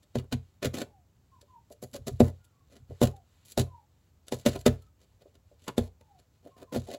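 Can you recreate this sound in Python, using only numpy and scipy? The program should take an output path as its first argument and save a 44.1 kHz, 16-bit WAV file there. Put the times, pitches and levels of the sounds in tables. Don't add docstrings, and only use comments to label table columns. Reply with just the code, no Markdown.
import sys
import numpy as np
from scipy import signal
from scipy.fft import rfft, irfft
from scipy.io import wavfile

SR = 44100
rng = np.random.default_rng(int(sys.argv[2]) if len(sys.argv) > 2 else 0)


def int16_out(signal):
    q = np.round(np.clip(np.atleast_2d(signal).T, -1, 1) * 32767)
    wavfile.write(sys.argv[1], SR, q.astype(np.int16))


N = 307818
T = np.arange(SR // 3) / SR


def from_db(db):
    return 10 ** (np.asarray(db) / 20)


def unit_energy(x):
    return x / np.sqrt(np.sum(x ** 2) + 1e-20)


def add(out, start_s, sound):
    at = max(round(start_s * SR), 0)
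    out[at:at + len(sound)] += sound[:max(N - at, 0)]


def through(x, response):
    return signal.fftconvolve(x, response)[:len(x)]


def butter(x, order, hz, kind="low"):
    return signal.sosfilt(signal.butter(order, hz, kind, fs=SR, output="sos"), x)


def wander(per_s):
    return np.interp(T * per_s, np.arange(1000), rng.standard_normal(size=1000))


def click(spectrum, uneven_db=0, size=4096):
    octave = np.log2(np.maximum(np.fft.rfftfreq(size, 1 / SR), 10))
    hz, level_db = np.transpose(spectrum)
    knots = np.linspace(octave[0], octave[-1], num=40)
    chance = np.interp(octave, knots, rng.standard_normal(len(knots)))
    colour_db = np.interp(octave, np.log2(hz), level_db) + uneven_db * chance
    cepstrum = irfft(np.log(from_db(colour_db)))
    pulse = irfft(np.exp(rfft(2 * cepstrum[:size // 2], size)))
    return unit_energy(np.pad(pulse, (0, len(T) - size)))


def ring(modes, uneven_db):
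    out = np.zeros(len(T))
    for hz, level_db, t60_s in modes:
        strength_db = level_db + uneven_db * rng.standard_normal()
        out += np.sin(2 * np.pi * hz * T) * from_db(strength_db - 60 * T / t60_s)
    return out


# hz [Hz], level_db [dB]
AIR_COLOUR = [(25, -21.5), (50, -5), (85, 2.5), (140, -7.5), (260, -17.5), (450, -22.5), (900, -27),
              (1600, -33.5), (4000, -39), (7500, -35.5), (9000, -45.5), (16000, -39)]


def room_air(level_db=-64.5):
    return from_db(level_db) * through(rng.standard_normal(N), click(AIR_COLOUR))


# hz [Hz], level_db [dB]
FIBRE_COLOUR = [(300, -18.5), (900, 5.5), (1500, 2), (2200, 1), (3200, 4), (4300, 4.5), (5300, -3.5),
                (6600, -1), (7600, 3), (8800, -16), (10800, -2.5), (13000, -14), (15500, -18.5)]
REST_DB = -80.5
RECOIL_DB, RECOIL_S = -68, .09


def litter(per_s=14, tick_db=-59, spread_db=4, rustle_db=-5, stir_db=4.5):
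    now = np.arange(N) / SR
    strokes = np.interp(now * 14, np.arange(100), rng.standard_normal(size=100))
    motion = np.full(N, from_db(REST_DB))
    for start_s, knock_db, *_ in BITES:
        motion += from_db(knock_db + RECOIL_DB) * np.exp(-np.abs(now - start_s) / RECOIL_S)
    brush = motion * from_db(rustle_db + stir_db * strokes) * rng.standard_normal(N)
    ticks = (rng.random(N) < per_s / SR) * from_db(tick_db + spread_db * rng.standard_normal(N))
    return through(brush + ticks, click(FIBRE_COLOUR))


def breaking_fibres(length_s, per_s=1100, spread_db=6, rub_db=-4, slips_per_s=260):
    signs = rng.choice([-1, 1], len(T))
    sizes = signs * from_db(spread_db * np.clip(rng.standard_normal(len(T)), -2, 2))
    fractures = unit_energy(sizes * (rng.random(len(T)) < per_s / SR))
    rub = from_db(rub_db) * unit_energy(rng.standard_normal(len(T)))
    slip = from_db(4 * wander(slips_per_s))
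    force = slip * (fractures + rub)
    return force / np.sqrt(np.mean(force[T < length_s + .03] ** 2))


def papery(force, tilt_db, shift_db=2.14):
    spectrum = rfft(through(force, click(FIBRE_COLOUR)))
    octave = np.log2(np.maximum(np.fft.rfftfreq(len(T), 1 / SR), 10) / 4000)
    centres = np.linspace(-2, 2, num=6)
    out = np.zeros(len(T))
    for centre, share in zip(centres, np.eye(len(centres))):
        band = irfft(spectrum * np.interp(octave, centres, share), len(T))
        out += band * from_db(tilt_db * centre + shift_db * wander(100))
    return out


# [dB, relative]
WALL_MODES = [(425, -5.5), (450, 4), (486, -5), (530, -6), (575, -1.5), (645, -14), (685, -13), (755, -11),
              (1050, -22), (1460, -25)]
WALL_T60_S = .14


def wall(spectrum, ring_db):
    tension = 1 + .035 * rng.standard_normal()
    modes = ring([(hz * tension, db, WALL_T60_S) for hz, db in WALL_MODES], uneven_db=2.5)
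    knock = click(spectrum, uneven_db=1.5)
    return unit_energy(knock + from_db(ring_db) * unit_energy(modes))


# [dB, push on the wall relative to the fibres, before the same trims]
SCRAPES = [(0.025, 0.011, -55.5, -5.5), (1.412, 0.0045, -49, -8), (1.702, 0.029, -54.5, -18),
           (1.932, 0.033, -37, -4.5), (2.441, .013, -59, -24), (2.7, 0.072, -57, 2), (2.883, 0.047, -62, 3),
           (3.071, 0.0023, -33.5, -2), (3.159, 0.0067, -56, -3), (3.453, 0.073, -47, -17),
           (4.27, 0.013, -45, -7), (4.546, 0.016, -39.5, 13.5), (4.576, 0.037, -48, -11.5),
           (4.821, 0.0027, -54, -20), (5.003, 0.043, -60.5, -2), (5.198, 0.026, -61.5, 2.5),
           (5.343, .012, -58, 4), (5.596, 0.11, -57, -6), (6.005, 0.0079, -60.5, 4.5),
           (6.184, 0.017, -60.5, -4), (6.43, 0.052, -65, 13), (6.566, 0.064, -58, 10),
           (6.724, 0.0323, -39.5, 12), (6.869, 0.078, -42, 3), (6.937, 0.032, -58.5, 5)]
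SCRAPE_SWELL_DB = 11
SCRAPE_TILT_DB = 0.5
DULLING = 0.33
STRAIN_S, STRAIN_RISE_DB = .009, 13.5
STRAIN_DB, STRAIN_DRIVE_DB = -17, 7
TEAR_FADE_DB, TEAR_DRIVE_DB = 5.5, 4
DRAG_S, DRAG_FADE_DB = .1, 10.5
DRAG_DRIVE_DB = -39


def pulls():
    for start_s, knock_db, crack_db, _, tear_db, length_s, tilt_db, drag_db in BITES:
        creak_db = crack_db + STRAIN_DB
        yield start_s - STRAIN_S, STRAIN_S, creak_db - STRAIN_RISE_DB, creak_db, STRAIN_DRIVE_DB, tilt_db
        yield start_s, length_s, tear_db, tear_db - TEAR_FADE_DB, TEAR_DRIVE_DB, tilt_db
        drive_db = knock_db + DRAG_DRIVE_DB - drag_db
        yield start_s, DRAG_S, drag_db, drag_db - DRAG_FADE_DB, drive_db, tilt_db
    for start_s, length_s, level_db, drive_db in SCRAPES:
        tilt_db = SCRAPE_TILT_DB - DULLING * drive_db
        yield start_s, length_s, level_db - SCRAPE_SWELL_DB, level_db, drive_db, tilt_db


# hz [Hz], level_db [dB]
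RASP_COLOUR = [(30, -36), (70, -12), (150, 4.5), (260, -4.5), (470, -0.5), (650, -3.5), (900, -11),
               (1500, -18.5), (4000, -31)]


def tears(fibre_db=-5.5, wall_db=-1, bite_s=0.0018, release_s=0.0026, strain_db=-23, strain_s=0.0051):
    out = np.zeros(N)
    lead_s = .025
    before = np.maximum(lead_s - T, 0)
    grip = np.maximum(np.exp(-before / bite_s), from_db(strain_db) * np.exp(-before / strain_s))
    for start_s, length_s, first_db, last_db, drive_db, tilt_db in pulls():
        pull = from_db(np.interp(T - lead_s, [0, length_s], [first_db, last_db]))
        release = np.exp(-np.maximum(T - lead_s - length_s, 0) / release_s)
        force = grip * pull * release * breaking_fibres(length_s)
        shaken = through(force, wall(RASP_COLOUR, ring_db=-8.5))
        add(out, start_s - lead_s, from_db(fibre_db) * papery(force, tilt_db))
        add(out, start_s - lead_s, from_db(wall_db + drive_db) * shaken)
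    return out


# hz [Hz], level_db [dB, relative], decay [times the boom's base decay]
BOX_MODES = [(59.5, -11.5, 1.3), (89.17, -5, 1.2), (127.7, 1.5, 0.89), (172, -4.5, 0.32),
             (200.4, -1.5, 0.34), (240, -2.5, 0.3), (366, -13.5, 0.24)]


def boom(t60_s, swell_s, tilt_db=0):
    main_hz = BOX_MODES[2][0]
    modes = [(hz, db + tilt_db * np.log2(hz / main_hz), share * t60_s) for hz, db, share in BOX_MODES]
    return ring(modes, uneven_db=1.5) * (1 - np.exp(-T / swell_s))


# hz [Hz], level_db [dB]
KNOCK_COLOUR = [(30, -34), (60, -22), (110, -6.5), (190, 5.5), (300, -2), (480, 1.5), (700, -10),
                (1000, -23.5), (2000, -38.5), (5000, -57)]
# [dB, before the trims in tears]
BITES = [(0.154, -13, -34.5, -27.5, -47.5, 0.051, -2, -86), (0.324, -29, -28, -26, -33.5, 0.015, -3, -75),
         (0.627, -42.5, -34.5, -59, -32, 0.016, -3.5, -86), (0.647, -18, -41, -27.5, -32, 0.025, -1, -76),
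         (0.739, -30, -57, -59, -38, 0.074, 0, -74), (0.815, -21.5, -35, -51.5, -35.5, .008, -3.5, -90),
         (1.825, -30, -49.5, -46, -44.5, 0.016, 7.5, -65), (2.07, -27, -50, -55.5, -36.5, 0.017, 5, -59.5),
         (2.203, 1, -25.5, -14, -46.5, .008, 4, -52), (3.015, -5.5, -29.5, -16, -29.5, .044, 3, -58),
         (3.576, -10, -55, -20.5, -29.5, 0.042, 3, -88), (4.322, -14, -28, -36.5, -40.5, 0.026, 4, -49.5),
         (4.461, -6, -18, -26.5, -27, 0.033, 0, -40.5), (4.662, -3.5, -22.5, -16, -24, 0.019, -3, -62.5),
         (5.679, -22, -28.5, -47, -44, 0.013, -8.5, -76.5), (5.779, -7.5, -24, -28.5, -38, .01, 1.5, -53),
         (6.76, -14, -37.5, -30, -39.5, 0.019, 2.5, -52)]


def snaps(knock_trim_db=14, crack_trim_db=17, boom_trim_db=5, lag_s=.0018, crack_s=.0019):
    out = np.zeros(N)
    for start_s, knock_db, crack_db, boom_db, *_ in BITES:
        volley = unit_energy(rng.standard_normal(len(T)) * T * np.exp(-T / crack_s))
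        knock = wall(KNOCK_COLOUR, ring_db=-12.0)
        swing = boom(t60_s=0.24, swell_s=0.0073, tilt_db=3)
        add(out, start_s, from_db(crack_db + crack_trim_db) * papery(volley, tilt_db=0))
        add(out, start_s + lag_s, from_db(knock_db + knock_trim_db) * knock)
        add(out, start_s + lag_s, from_db(boom_db + boom_trim_db) * swing)
    return out


def room_tail(t60_s, treble_t60_s, split_hz=1500, build_s=0.0021):
    noise = rng.standard_normal(len(T))
    low = butter(noise, 1, split_hz)
    tail = low * from_db(-60 * T / t60_s) + (noise - low) * from_db(-60 * T / treble_t60_s)
    return unit_energy(butter(tail, 2, 220, "high") * (1 - np.exp(-T / build_s)))


# first pitch_hz [Hz], sag [octaves per s]
PITCH_SAG = [(1080, 2.3), (1160, 0.558)]
# [dB, before the bird's trim]
BIRD_NOTES = [(0.823, 0.23, 902, -67), (1.315, 0.077, 1056, -59.5), (1.479, .12, 1047, -54),
              (2.37, 0.19, 1430, -73.5), (2.524, 0.13, 1158, -71), (3.068, 0.16, 867, -58.5),
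              (3.673, 0.16, 1021, -55), (4.807, 0.082, 1312, -69.5), (5.999, 0.23, 901, -64),
              (6.507, 0.1, 1083, -60.5), (6.56, 0.085, 1194, -62.5), (6.67, 0.074, 1050, -56.5)]


def bird(trim_db=-3, bend=1.6, echo_db=1.0):
    out = np.zeros(N)
    for start_s, length_s, first_hz, level_db in BIRD_NOTES:
        sag = np.interp(first_hz, *np.transpose(PITCH_SAG))
        last_hz = first_hz * 2 ** (-length_s * sag)
        along = np.minimum(T / length_s, 1)
        waver = 1 + .018 * wander(140)
        flutter = from_db(2.5 * wander(70))
        hz = (first_hz + (last_hz - first_hz) * along ** bend) * waver
        swell = np.sqrt(np.abs(np.sin(np.pi * along))) * flutter
        whistle = np.sin(2 * np.pi * np.cumsum(hz) / SR)
        add(out, start_s, from_db(level_db + trim_db) * swell * whistle)
    return out + from_db(echo_db) * through(out, room_tail(t60_s=0.15, treble_t60_s=0.15))


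# [dB, before the nudges' trim]
NUDGES = [(1.424, -62), (1.703, -48), (1.943, -39.5), (2.757, -60.5), (2.906, -43), (4.555, -37),
          (5.254, -52.5), (5.512, -59.5), (6.458, -45.5), (6.621, -49.5), (6.881, -41.5)]


def nudges(trim_db=7, press_s=0.003, ring_db=0):
    out = np.zeros(N)
    for start_s, level_db in NUDGES:
        skid = rng.standard_normal(len(T)) * T * np.exp(-T / press_s)
        hollow = butter(through(skid, wall(RASP_COLOUR, ring_db)), 2, [330, 750], "band")
        add(out, start_s, from_db(level_db + trim_db) * hollow / np.max(np.abs(hollow)))
    return out


# [dB, before the steps' trim]
PAW_STEPS = [(1.929, -41), (1.988, -35.5), (2.059, -40.5), (2.113, -24.5), (2.801, -41.5), (2.894, -30.5),
             (4.563, -33.5), (5.783, -17)]


def paws(trim_db=2):
    out = np.zeros(N)
    for start_s, level_db in PAW_STEPS:
        add(out, start_s, from_db(level_db + trim_db) * boom(t60_s=.2, swell_s=.008))
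    return butter(out + 1e-18, 2, 115)


# delay_s [s], level_db [dB relative to the direct sound above the bass]
BOX_ECHOES = [(.0031, -21), (.0058, -26), (.0079, -19), (0.0128, -22.5)]


def box_and_room(x, scatter_db=-8, room_db=-15):
    bright = butter(x + 1e-18, 1, 250, "high")
    out = x.copy()
    for delay_s, level_db in BOX_ECHOES:
        add(out, delay_s, from_db(level_db) * bright)
    scatter = from_db(scatter_db) * room_tail(t60_s=0.049, treble_t60_s=0.018, build_s=0.0045)
    room = from_db(room_db) * room_tail(t60_s=.23, treble_t60_s=0.17)
    return out + through(x, scatter + room)


def scene():
    rabbits = litter() + tears() + snaps() + nudges() + paws()
    return (room_air() + box_and_room(rabbits) + bird())[None]


def record(dry):
    thinned = butter(dry, 2, 40, "high")
    steep = signal.ellip(10, .1, 80, 15800, fs=SR, output="sos")
    return signal.sosfilt(steep, thinned)


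dry = scene()
out = record(dry)
int16_out(out)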